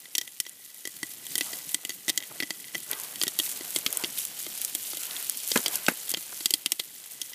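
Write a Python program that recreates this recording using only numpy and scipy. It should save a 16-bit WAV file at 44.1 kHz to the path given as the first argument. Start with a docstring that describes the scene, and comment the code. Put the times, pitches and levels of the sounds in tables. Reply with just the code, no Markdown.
"""Outdoors, close above an open wood fire with no echo, popcorn pops in a lidded pan.
Each hull cracks as shaped noise, spits steam, and rings pan, lid and the air inside as damped modes.
Dropping kernels tap the pan, and now and then something knocks. Random rains of tiny noise bursts
make the sizzling, frying and skittering. Wood and oil snap, and noise makes the fluttering flames."""
import sys
import numpy as np
from scipy import signal
from scipy.fft import rfft, irfft
from scipy.io import wavfile
from scipy.ndimage import uniform_filter1d

SR = 44100
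rng = np.random.default_rng(int(sys.argv[2]) if len(sys.argv) > 2 else 0)


def wrap_up_sound(samples):
    """Save the sound to the file named by the first command line argument, as 16-bit audio."""
    columns = np.atleast_2d(samples).T
    # keep every value between -1 and 1, then stretch to whole-number steps
    tamed = np.clip(columns, -1, 1)
    steps = np.round(tamed * 32767).astype(np.int16)
    wavfile.write(sys.argv[1], SR, steps)


N = 323870
HIT_SIZE = 4096  # samples in one hit
AGE = np.arange(HIT_SIZE) / SR  # seconds since a hit began
TIME = np.arange(N) / SR  # seconds since the scene began
POP_S, SNAP_S = 0.008, 0.004  # seconds over which the level of a hit is counted
USUAL_BOIL_DB = -43  # the boil at which frying and skittering have their basic levels

# kernels bursting, and at 2.931 s a small knock; levels before each part's own offset:
# t/s, hull crack/dB, steam spit/dB, kick on lid and air/dB, note of the hull f/Hz
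POPS = [(0.1516, -26, -27.5, -49, 5760), (0.1812, -26.5, -22.5, -45, 5700), (0.185, -31.5, -47, -50, 5600),
        (0.213, -33.5, -37, -50.5, 5700), (0.401, -31, -22.5, -48, 5430), (0.465, -41, -53, -52.5, 5700),
        (0.853, -35.5, -37, -44.5, 6400), (0.8736, -41.5, -33, -45.5, 8800),
        (1.0302, -32.5, -39, -36.5, 8700), (1.3545, -26.5, -25, -43, 3210), (1.384, -34, -30.5, -48, 8500),
        (1.409, -28.5, -29.5, -36, 2860), (1.532, -39, -43, -46, 4600), (1.7446, -28, -20.5, -41.5, 8600),
        (1.85, -37.5, -31.5, -47, 2780), (1.894, -33.5, -33.5, -44.5, 6670), (1.9036, -36, -51, -53, 6500),
        (2.081, -32.5, -32, -36.5, 7800), (2.0882, -28, -31, -57, 8700), (2.0943, -29, -26, -39, 4900),
        (2.0993, -26, -27, -41.5, 3670), (2.1758, -25.5, -23.5, -43.5, 7400),
        (2.402, -31, -34.5, -37.5, 2600), (2.4243, -35.5, -45, -37.5, 5600),
        (2.4319, -37.5, -41, -37, 2600), (2.5055, -33, -33, -39.5, 4740), (2.7466, -39, -40, -39.5, 2650),
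        (2.7517, -33, -49, -38.5, 5300), (2.931, -35.5, -37, -42, 3320), (3.157, -38.5, -40, -54, 8700),
        (3.2141, -26, -33, -40.5, 4560), (3.235, -29.5, -22.5, -35.5, 4500), (3.2678, -32, -46, -37, 2880),
        (3.2794, -26.5, -27, -42.5, 3120), (3.389, -26, -21, -42, 3060), (3.398, -22.5, -27, -39, 3070),
        (3.608, -44, -51, -40, 9000), (3.7612, -25.5, -29, -34.5, 8000), (3.8631, -25, -27, -35, 3200),
        (4.0377, -30, -35, -32.5, 2600), (4.0445, -30.5, -39, -52, 3150), (4.465, -42.5, -37, -41, 3250),
        (4.75, -31.5, -24.5, -42, 7600), (4.933, -39.5, -53, -41.5, 3200), (4.9708, -38.5, -32, -47, 3050),
        (5.5162, -26.5, -29, -35.5, 4900), (5.574, -26.5, -24, -35, 4300), (5.6605, -24, -28, -36, 4560),
        (5.6811, -36, -26.5, -43, 8500), (5.8644, -29, -38, -48, 7800), (6.1154, -39, -28, -46.5, 6300),
        (6.139, -31, -32, -37.5, 4560), (6.171, -35.5, -44, -41, 7360), (6.406, -41, -45, -45.5, 4500),
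        (6.4578, -23.5, -19.5, -40, 4700), (6.5065, -30, -23.5, -43, 6600), (6.538, -21, -19, -37.5, 4500),
        (6.6604, -25, -24.5, -41, 3160), (6.7194, -24, -21, -42.5, 7900), (6.7946, -33, -36, -44.5, 4100),
        (6.7982, -30, -31.5, -43, 3970), (7.2155, -31.5, -30.5, -53, 6350)]
# how hard the oil boils; drives sizzle, frying and skittering: t/s, boil level/dB
BOIL = [(0.0, -48.5), (0.59, -48), (1.16, -45.5), (1.47, -37.5), (1.61, -42.5), (1.8, -46), (2.9, -42),
        (3.09, -42), (3.25, -41), (3.66, -39), (4.15, -39), (5.52, -37), (6.11, -40), (6.27, -40.5),
        (6.46, -43.5), (6.73, -45.5), (6.91, -44.5), (7.34, -43.5)]
# ringing tones of the pan, before random detuning: f/Hz, width/Hz, level/dB
PAN_MODES = [(2980, 170, -4), (3240, 110, 1), (3710, 150, -5), (4520, 150, -2), (5530, 190, -4),
             (6020, 230, -8), (6580, 260, -6)]
# tone colour of a crack: f/Hz, level/dB
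CRACK_COLOUR = [(40, -96), (200, -8), (600, -4), (1300, -12), (2300, 3.5), (3100, 10), (6500, 4),
                (9000, -8.5), (16000, -32)]


def undb(db):
    """Decibels to gain."""
    return 10 ** (np.asarray(db) / 20)


def curves(table):
    """Draw straight lines through each column of a table of (t/s, values), for every sample."""
    s, *columns = np.transpose(table)
    return [np.interp(TIME, s, column) for column in columns]


def unit(x):
    """Scale to an rms (average strength) of one."""
    return x / np.sqrt(np.mean(x ** 2))


def sized(x, db, seconds):
    """Give a hit the energy of a sound that holds db for so many seconds."""
    return x * undb(db) * np.sqrt(seconds * SR / np.sum(x ** 2))


def add(track, s, sound):
    """Mix a sound into the track at time s."""
    start = max(int(s * SR), 0)
    track[start:start + len(sound)] += sound[:max(N - start, 0)]


def response(colour):
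    """Turn (f/Hz, level/dB) points into a short filter that starts at once (minimum phase)."""
    hz, db = np.transpose(colour)
    bins = np.maximum(np.fft.rfftfreq(HIT_SIZE, 1 / SR), 1)
    level_db = np.interp(np.log(bins), np.log(hz), db)
    cepstrum = irfft(np.log(undb(level_db)))
    # fold the second half onto the first, so that nothing sounds before the hit
    cepstrum[1:HIT_SIZE // 2] *= 2
    cepstrum[HIT_SIZE // 2 + 1:] = 0
    return irfft(np.exp(rfft(cepstrum)))


def through(x, body):
    """Pass a sound through an impulse response."""
    return signal.fftconvolve(x, body)[:len(x)]


def ring(modes, spread_db, detune):
    """Add up dying tones, wider ones dying faster; strength, pitch and sign vary with each blow."""
    hz, width, db = np.transpose(modes)[:, :, None]
    strength, pitch, side = rng.standard_normal((len(modes), 3)).T[:, :, None]
    gain = np.sign(side) * undb(db + spread_db * strength) * np.sqrt(width)
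    fade = np.exp(-np.pi * width * AGE)
    tone = np.cos(2 * np.pi * hz * (1 + detune * pitch) * AGE)
    return np.sum(gain * fade * tone, axis=0)


def strike(modes, swell, decay, spread_db, detune):
    """Modes rung by a short push: they swell, lose their first strength quickly and then ring out."""
    shape = (1 - np.exp(-(AGE / swell) ** 2)) * (1 + np.exp(-AGE / decay))
    return shape * ring(modes, spread_db, detune)


def burst(swell, decay, tail_db=-60, tail_s=0.004):
    """A puff of noise that swells, dies fast and leaves a weak scattered tail."""
    fade = np.exp(-AGE / decay) + undb(tail_db) * np.exp(-AGE / tail_s)
    shape = (1 - np.exp(-(AGE / swell) ** 2)) * fade
    return shape * rng.standard_normal(HIT_SIZE)


def walk(rate, size=N):
    """A smooth random wander: levels held for 1 / rate seconds, smoothed twice, with spread near one."""
    hold = max(int(SR / rate), 2)
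    steps = np.repeat(rng.standard_normal(size // hold + 2), hold)
    smooth = uniform_filter1d(uniform_filter1d(steps, hold), hold)
    return unit(smooth)[:size]


def grains(rate, spread_db, decay, limit_db):
    """A random rain of tiny noise bursts, about rate a second, mostly weak and a few strong."""
    chance, size, noise = rng.random(N), rng.exponential(size=N), rng.standard_normal(N)
    energy = (chance < rate / SR) * undb(np.minimum(spread_db * size, limit_db)) ** 2
    fading = signal.lfilter([1], [1, -np.exp(-1 / (decay * SR))], energy)
    return unit(noise * np.sqrt(fading))


def surges(table):
    """Power of short swells from rows of (t/s, half length/s, level/dB)."""
    return sum(undb(db) ** 2 * np.exp(-np.minimum(((TIME - s) / half) ** 2, 20))
               for s, half, db in table)


def lid_at(s):
    """Pitch of the lid and how freely it rings at time s."""
    # the lid's ring shifts in pitch and is muffled for a while: t/s, f/Hz, ring offset/dB
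    lid_path = [(0, 1969, 5.5), (2.8, 1995, 5.5), (3.3, 1905, -4.5), (3.8, 2110, -3), (5.498, 2053, -7.5),
                (7.3, 2000, 2.5)]
    times, hz, ring_db = np.transpose(lid_path)
    return np.interp(s, times, hz), np.interp(s, times, ring_db)


def fire():
    """Noise in two colours, with wandering levels, makes rushing, fluttering flames; logs crackle."""
    # strength of the fire before the gains below: t/s, rush level/dB, flutter level/dB
    flame_levels = [(0.0, -65, -72), (0.78, -69, -75), (0.98, -62, -64), (1.49, -58.5, -63.5),
                    (1.96, -63, -68.5), (2.27, -56.5, -63.5), (2.7, -61.5, -65), (3.02, -56, -66),
                    (3.93, -52.5, -60.5), (4.37, -56, -62.5), (5.56, -56.5, -66), (5.72, -53, -61),
                    (5.93, -53.5, -65), (6.77, -63, -71), (7.34, -60.5, -70)]
    # colours of rush and flutter: f/Hz, level/dB
    rush_colour = [(150, -13.5), (450, -1), (800, -1.5), (1150, -5), (1550, -2.5), (2500, -2.5),
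                   (5000, -24)]
    flutter_colour = [(20, -34), (50, -56), (80, -14), (105, 0), (180, 0.5), (300, -0.5), (450, -7.5),
                      (800, -28.5), (2000, -48)]
    rush_gain_db, flutter_gain_db = 10.5, 22.5
    rush_db, flutter_db = curves(flame_levels)
    crackle = grains(rate=70, spread_db=5, decay=0.0013, limit_db=12)
    rush = (rng.standard_normal(N) + undb(-3) * crackle) * undb(rush_db + 1.0 * walk(23))
    flutter = rng.standard_normal(N) * undb(flutter_db + 3.2 * walk(35))
    return (through(rush, response(rush_colour)) * undb(rush_gain_db)
            + through(flutter, response(flutter_colour)) * undb(flutter_gain_db))


def flares():
    """Flares whoosh in hollow, drifting resonances between the logs; a very short one is a hollow knock."""
    # whooshes of flame, and at 6.328 s a very short hollow knock; 1 dB below their final level:
    # t/s at the middle, half length/s, level/dB, favoured f/Hz
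    gusts = [(1.505, 0.094, -53.5, 920), (2.315, 0.0046, -45, 700), (2.36, 0.016, -55, 786),
             (2.922, 0.017, -42.5, 1420), (3.018, 0.085, -49.5, 1320), (3.637, 0.047, -53, 1000),
             (3.944, 0.046, -51, 497), (4.011, 0.038, -45.5, 1450), (5.132, 0.094, -49, 2300),
             (5.689, 0.036, -46.5, 700), (5.743, 0.03, -44, 2560), (5.831, 0.034, -50, 2100),
             (6.328, 0.0032, -44, 1200)]
    # hollow resonances between the logs, before drift: f/Hz, width/Hz, level/dB
    hollow_modes = [(453, 130, -1), (670, 130, 0), (940, 170, -2), (1200, 220, -2.5), (1540, 190, -1),
                    (2010, 450, -2), (2520, 650, -1)]
    wander, rise, flicker_db = 0.04, 0.14, 2.5  # shares of the pitch; spread of each mode's level
    fall_db_per_octave = 4.5  # modes weaken away from the favoured pitch
    out = np.zeros(N)
    for s, half, db, centre_hz in gusts:
        edges = [int((s - 3.5 * half) * SR), int((s + 3.5 * half) * SR)]
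        start, end = np.clip(edges, 0, N)
        size = end - start
        swell = np.exp(-((TIME[start:end] - s) / half) ** 2 / 2)
        sound = 0
        for hz, width, mode_db in hollow_modes:
            # the pitch rises and falls with the swell
            pitch = hz * (1 + wander * walk(22, size) + rise * (swell - 1) / 2)
            # random swirls widen each tone into a band of noise
            eddies = walk(2 * width, size) + 1j * walk(2 * width, size)
            distance = abs(np.log2(hz / centre_hz))
            gain_db = mode_db - fall_db_per_octave * distance + flicker_db * walk(43.7, size)
            tone = np.exp(2j * np.pi * np.cumsum(pitch) / SR)
            sound = sound + undb(gain_db) * np.real(eddies * tone)
        out[start:end] += unit(sound) * swell * undb(db + 1)
    return out


def snaps():
    """Little pockets of gas and oil burst with a bright tick, a weaker crack and a ring of the pan."""
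    # small sharp snaps, before the offsets below: t/s, tick level/dB, body level/dB
    snap_hits = [(0.4942, -29.5, -54), (0.7446, -33, -64), (1.137, -31, -55), (1.2665, -23.5, -38),
                 (1.38, -14, -37), (1.6925, -24.5, -44), (1.7172, -27, -46), (2.78, -27, -42),
                 (2.8393, -41, -54), (2.9134, -15.5, -42), (2.999, -24.5, -51), (3.035, -24.5, -54),
                 (3.2263, -17, -48), (3.493, -24, -47), (3.7056, -23, -51), (3.7486, -23, -50),
                 (3.787, -19.5, -53), (3.927, -15.5, -40), (3.9717, -13, -37), (4.1747, -25, -37),
                 (4.1879, -20, -35), (4.2517, -18.5, -48), (4.5766, -25, -50), (4.6158, -17.5, -41),
                 (4.6485, -14.5, -54), (5.0336, -22, -41), (5.0535, -25, -41), (5.1862, -28, -47),
                 (5.2265, -24, -55), (5.2966, -12.5, -40), (5.3726, -22, -54), (5.4763, -19.5, -58),
                 (5.756, -12.5, -50), (6.0938, -18.5, -54), (6.104, -21, -49), (7.06, -35, -54)]
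    # colour of the tick: f/Hz, level/dB
    tick_colour = [(500, -15), (4000, 2), (7500, 13), (11500, 17), (15500, 7.5)]
    out, tick_body, crack_body = np.zeros(N), response(tick_colour), response(CRACK_COLOUR)
    for s, tick_db, body_db in snap_hits:
        snap = burst(0.0003, 0.0005, tail_db=-16, tail_s=0.003)
        pan = strike(PAN_MODES[:3], 0.0015, 0.0012, spread_db=5, detune=0.02)
        body = unit(through(snap, crack_body)) + unit(pan)
        tick = sized(through(snap, tick_body), tick_db - 6.5, SNAP_S)
        add(out, s, tick + sized(body, body_db + 1.5, SNAP_S))
    return out


def sizzle():
    """Countless tiny bursts merge into a hiss that spurts; bubbles crackle in bands of their own."""
    # spurts of hissing steam, before the offset below: t/s at the middle, half length/s, level/dB
    spurts = [(1.11, 0.038, -40.5), (1.3, 0.027, -42), (1.54, 0.046, -36.5), (1.7, 0.04, -38.5),
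              (3.02, 0.1, -40), (3.435, 0.03, -31), (3.458, 0.017, -29), (3.497, 0.0065, -29),
              (3.517, 0.011, -31.5), (3.765, 0.013, -29), (4.205, 0.036, -33), (4.41, 0.019, -36),
              (4.63, 0.024, -32), (4.88, 0.048, -38.5), (5.19, 0.033, -34.5), (5.535, 0.049, -30),
              (5.745, 0.025, -31.5), (6.105, 0.0085, -28.5), (6.41, 0.099, -39)]
    # colour of the sizzle: f/Hz, level/dB
    sizzle_colour = [(500, -25.5), (2500, -8), (5000, -6.5), (7500, -2), (11000, -1), (13500, -2),
                     (15500, -7)]
    hiss_db, spurt_db = -0.58, -2  # offsets to the boil and to the spurts
    boil_db, = curves(BOIL)
    hiss = grains(rate=5000, spread_db=2, decay=0.0004, limit_db=6)
    crackle = grains(rate=220, spread_db=6, decay=0.0006, limit_db=15)
    fizz = 0
    for band_hz in [(2500, 5500), (5500, 9000), (9000, 12500), (12500, 16000)]:
        bubbles = grains(rate=220, spread_db=5, decay=0.0007, limit_db=14)
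        band = signal.butter(2, band_hz, "band", fs=SR, output="sos")
        fizz = fizz + signal.sosfilt(band, bubbles)
    # the powers of steady hiss and spurts add up
    flow = np.sqrt(undb(boil_db + hiss_db) ** 2 + undb(spurt_db) ** 2 * surges(spurts))
    bursts = 0.72 * hiss + 0.5 * crackle + 0.7 * fizz
    mix = bursts * flow * undb(1.2 * walk(110) + 0.75 * walk(35))
    return through(mix, response(sizzle_colour))


def frying():
    """Oil fries and spatters under the lid as dense and sparse noise bursts, growing with the boil."""
    # colour of the frying: f/Hz, level/dB
    fry_colour = [(400, -24), (1500, -20), (2000, -20), (2450, -12.5), (2900, 1), (3250, 2.5), (3600, -1.5),
                  (4500, -0.5), (6500, -10), (12000, -9)]
    usual_db, growth = -47.5, 1.23  # level at the usual boil; dB gained for each dB more
    boil_db, = curves(BOIL)
    spatter = grains(rate=110, spread_db=5, decay=0.001, limit_db=12)
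    fry = grains(rate=3000, spread_db=2, decay=0.001, limit_db=6) + undb(-5) * spatter
    fry_db = usual_db + growth * (boil_db - USUAL_BOIL_DB)
    return through(fry * undb(fry_db), response(fry_colour))


def skittering():
    """Unpopped kernels dance in the oil and tick at the lid's pitch, harder as it boils harder."""
    boil_db, = curves(BOIL)
    lid_hz, ring_db = lid_at(TIME)
    ticks = grains(rate=160, spread_db=2, decay=0.0005, limit_db=6)
    lid_tone = np.sin(2 * np.pi * np.cumsum(lid_hz) / SR)
    ringing = through(ticks, np.exp(-AGE / 0.005)) * lid_tone
    return unit(ringing) * undb(-66.5 + ring_db + boil_db - USUAL_BOIL_DB)


def tumbling():
    """After each row of the pops, four kernels patter down and faintly ring the lid and pan."""
    fall_s, fall_spread_s = 0.013, 0.1  # shortest fall, and the most that chance adds
    out = np.zeros(N)
    for s, crack_db, _, kick_db, _ in POPS:
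        lid_hz, ring_db = lid_at(s)
        for wait in rng.random(size=4):
            lid = strike([(lid_hz, 50, 0)], 0.0021, 0.0046, spread_db=0, detune=0.01)
            pan = strike(PAN_MODES, 0.0004, 0.002, spread_db=4, detune=0.015)
            lid_db = 0.72 * (kick_db + ring_db) - 36
            pan_db = 0.58 * crack_db - 48
            tap = sized(lid, lid_db, POP_S) + sized(pan, pan_db, POP_S)
            # later landings are weaker
            add(out, s + fall_s + fall_spread_s * wait, tap * undb(-6 * wait))
    return out


def taps():
    """A dropping kernel ticks against the pan, rings its lowest modes and stirs the lid."""
    # kernels dropping, before the offset of each part: t/s, level/dB
    drops = [(0.0557, -43.5), (0.277, -43.5), (0.4525, -51), (0.661, -63), (1.919, -47), (2.204, -43),
             (2.225, -42), (2.2358, -44), (2.643, -46), (2.683, -48), (3.463, -36), (4.452, -47),
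             (5.11, -37.5), (5.165, -34), (5.308, -42), (5.345, -41), (6.081, -42), (6.146, -27.5),
             (7.04, -50), (7.3337, -41.5)]
    out, crack_body = np.zeros(N), response(CRACK_COLOUR)
    for s, db in drops:
        lid_hz, ring_db = lid_at(s)
        tick = through(burst(0.00024, 0.00017), crack_body)
        pan = strike(PAN_MODES[:3], 0.0006, 0.002, spread_db=2.5, detune=0.01)
        lid = strike([(lid_hz, 66, 0)], 0.0005, 0.004, spread_db=0, detune=0.014)
        tap = sized(tick, db - 2, POP_S) + sized(pan, db - 3.5, POP_S)
        add(out, s, tap + sized(lid, db - 8 + ring_db, POP_S))
    return out


def knocks():
    """Softer, longer pushes bring out low modes; a faint rattle and a small rebound follow."""
    # dull knocks: t/s, level/dB, brightness f/Hz, swell/s, decay/s
    knock_hits = [(5.557, -18, 1780, 0.0038, 0.0019), (5.882, -18, 2200, 0.0029, 0.0022)]
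    # ringing tones of a knock: f/Hz, width/Hz, level/dB
    knock_modes = [(186, 170, -20), (252, 75, 4), (461, 84, 0), (760, 150, 4), (1320, 140, 1),
                   (1547, 130, 5.5), (2070, 210, -23), (2506, 170, 7.5)]
    out = np.zeros(N)
    for s, db, bright_hz, swell, decay in knock_hits:
        push = burst(swell, decay, tail_db=-23, tail_s=0.016)  # the tail is the rattle
        colour = [(30, -46), (90, -22), (220, 2), (700, -7), (bright_hz, -2),
                  (1.6 * bright_hz, -12), (15000, -16)]
        clap = sized(through(push, response(colour)), db + 0.5, POP_S)
        body = strike(knock_modes, swell, 0.007, spread_db=0, detune=0)
        rebound = strike(knock_modes[:3], 0.004, 0.007, spread_db=0, detune=0.03)
        add(out, s, clap + sized(body, db, POP_S))
        add(out, s + 0.033, sized(rebound, db - 22.0, POP_S))
    return out


def popcorn():
    """A hull splits with its own note and steam spits out; pan, lid and the air between them ring."""
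    # ringing of the air and kernels under the lid, before detuning: f/Hz, width/Hz, level/dB
    cavity_modes = [(162, 30, -13), (292, 38, -1.5), (342, 58, 3), (467, 120, -7), (587, 140, -6),
                    (876, 530, 1), (1360, 90, -7)]
    # colour of the steam: f/Hz, level/dB
    spit_colour = [(1000, -16), (5000, 3.5), (7600, 11.5), (11500, 11), (15500, 3.5)]
    lid_from_crack = 0.23  # share of the lid's level that follows the crack instead of the kick
    out, crack_body, spit_body = np.zeros(N), response(CRACK_COLOUR), response(spit_colour)
    for s, crack_db, spit_db, kick_db, hull_hz in POPS:
        # every pop gets the same weak scattered tail after its crack
        split = burst(0.00031, 0.00032, tail_db=-13, tail_s=0.0047)
        crack = sized(through(split, crack_body), -5, POP_S)
        hull_ring = ring([(hull_hz, 420, 0)], spread_db=0, detune=0)
        hull = sized(through(split, hull_ring), -3, POP_S)
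        pan_ring = strike(PAN_MODES, 0.0012, 0.00041, spread_db=4.0, detune=0.0046)
        pan = sized(pan_ring, -1.84, POP_S)
        add(out, s, (crack + hull + pan) * undb(crack_db))

        steam = burst(0.0004, 0.0003, tail_db=-16, tail_s=0.0035)
        add(out, s, sized(through(steam, spit_body), spit_db, POP_S))

        lid_hz, ring_db = lid_at(s)
        lid = strike([(lid_hz, 58, 0)], 0.0009, 0.03, spread_db=0, detune=0.008)
        lid_db = kick_db + lid_from_crack * (crack_db - kick_db) + ring_db - 0.5
        thump = strike(cavity_modes, 0.0007, 0.0009, spread_db=5, detune=0.07)
        add(out, s, sized(lid, lid_db, POP_S) + sized(thump, kick_db, POP_S))
    return out


def scene():
    """All sources at one microphone."""
    kernels = popcorn() + taps() + tumbling() + skittering()
    pan = kernels + knocks() + undb(4) * sizzle() + frying()
    return (pan + snaps() + fire() + flares())[None]


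def record(dry):
    """The microphone sheds deep bass; then the highest peaks are rounded and the top is cut steeply."""
    mic_low_hz, top_hz, ceiling = 116, 15350, 0.76
    low_cut = signal.butter(2, mic_low_hz, "high", fs=SR, output="sos")
    thin = signal.sosfilt(low_cut, dry)
    rounded = thin / (1 + (thin / ceiling) ** 6) ** (1 / 6)
    top_cut = signal.ellip(10, 0.2, 70, top_hz, fs=SR, output="sos")
    return signal.sosfilt(top_cut, rounded)


dry = scene()
out = record(dry)
wrap_up_sound(out)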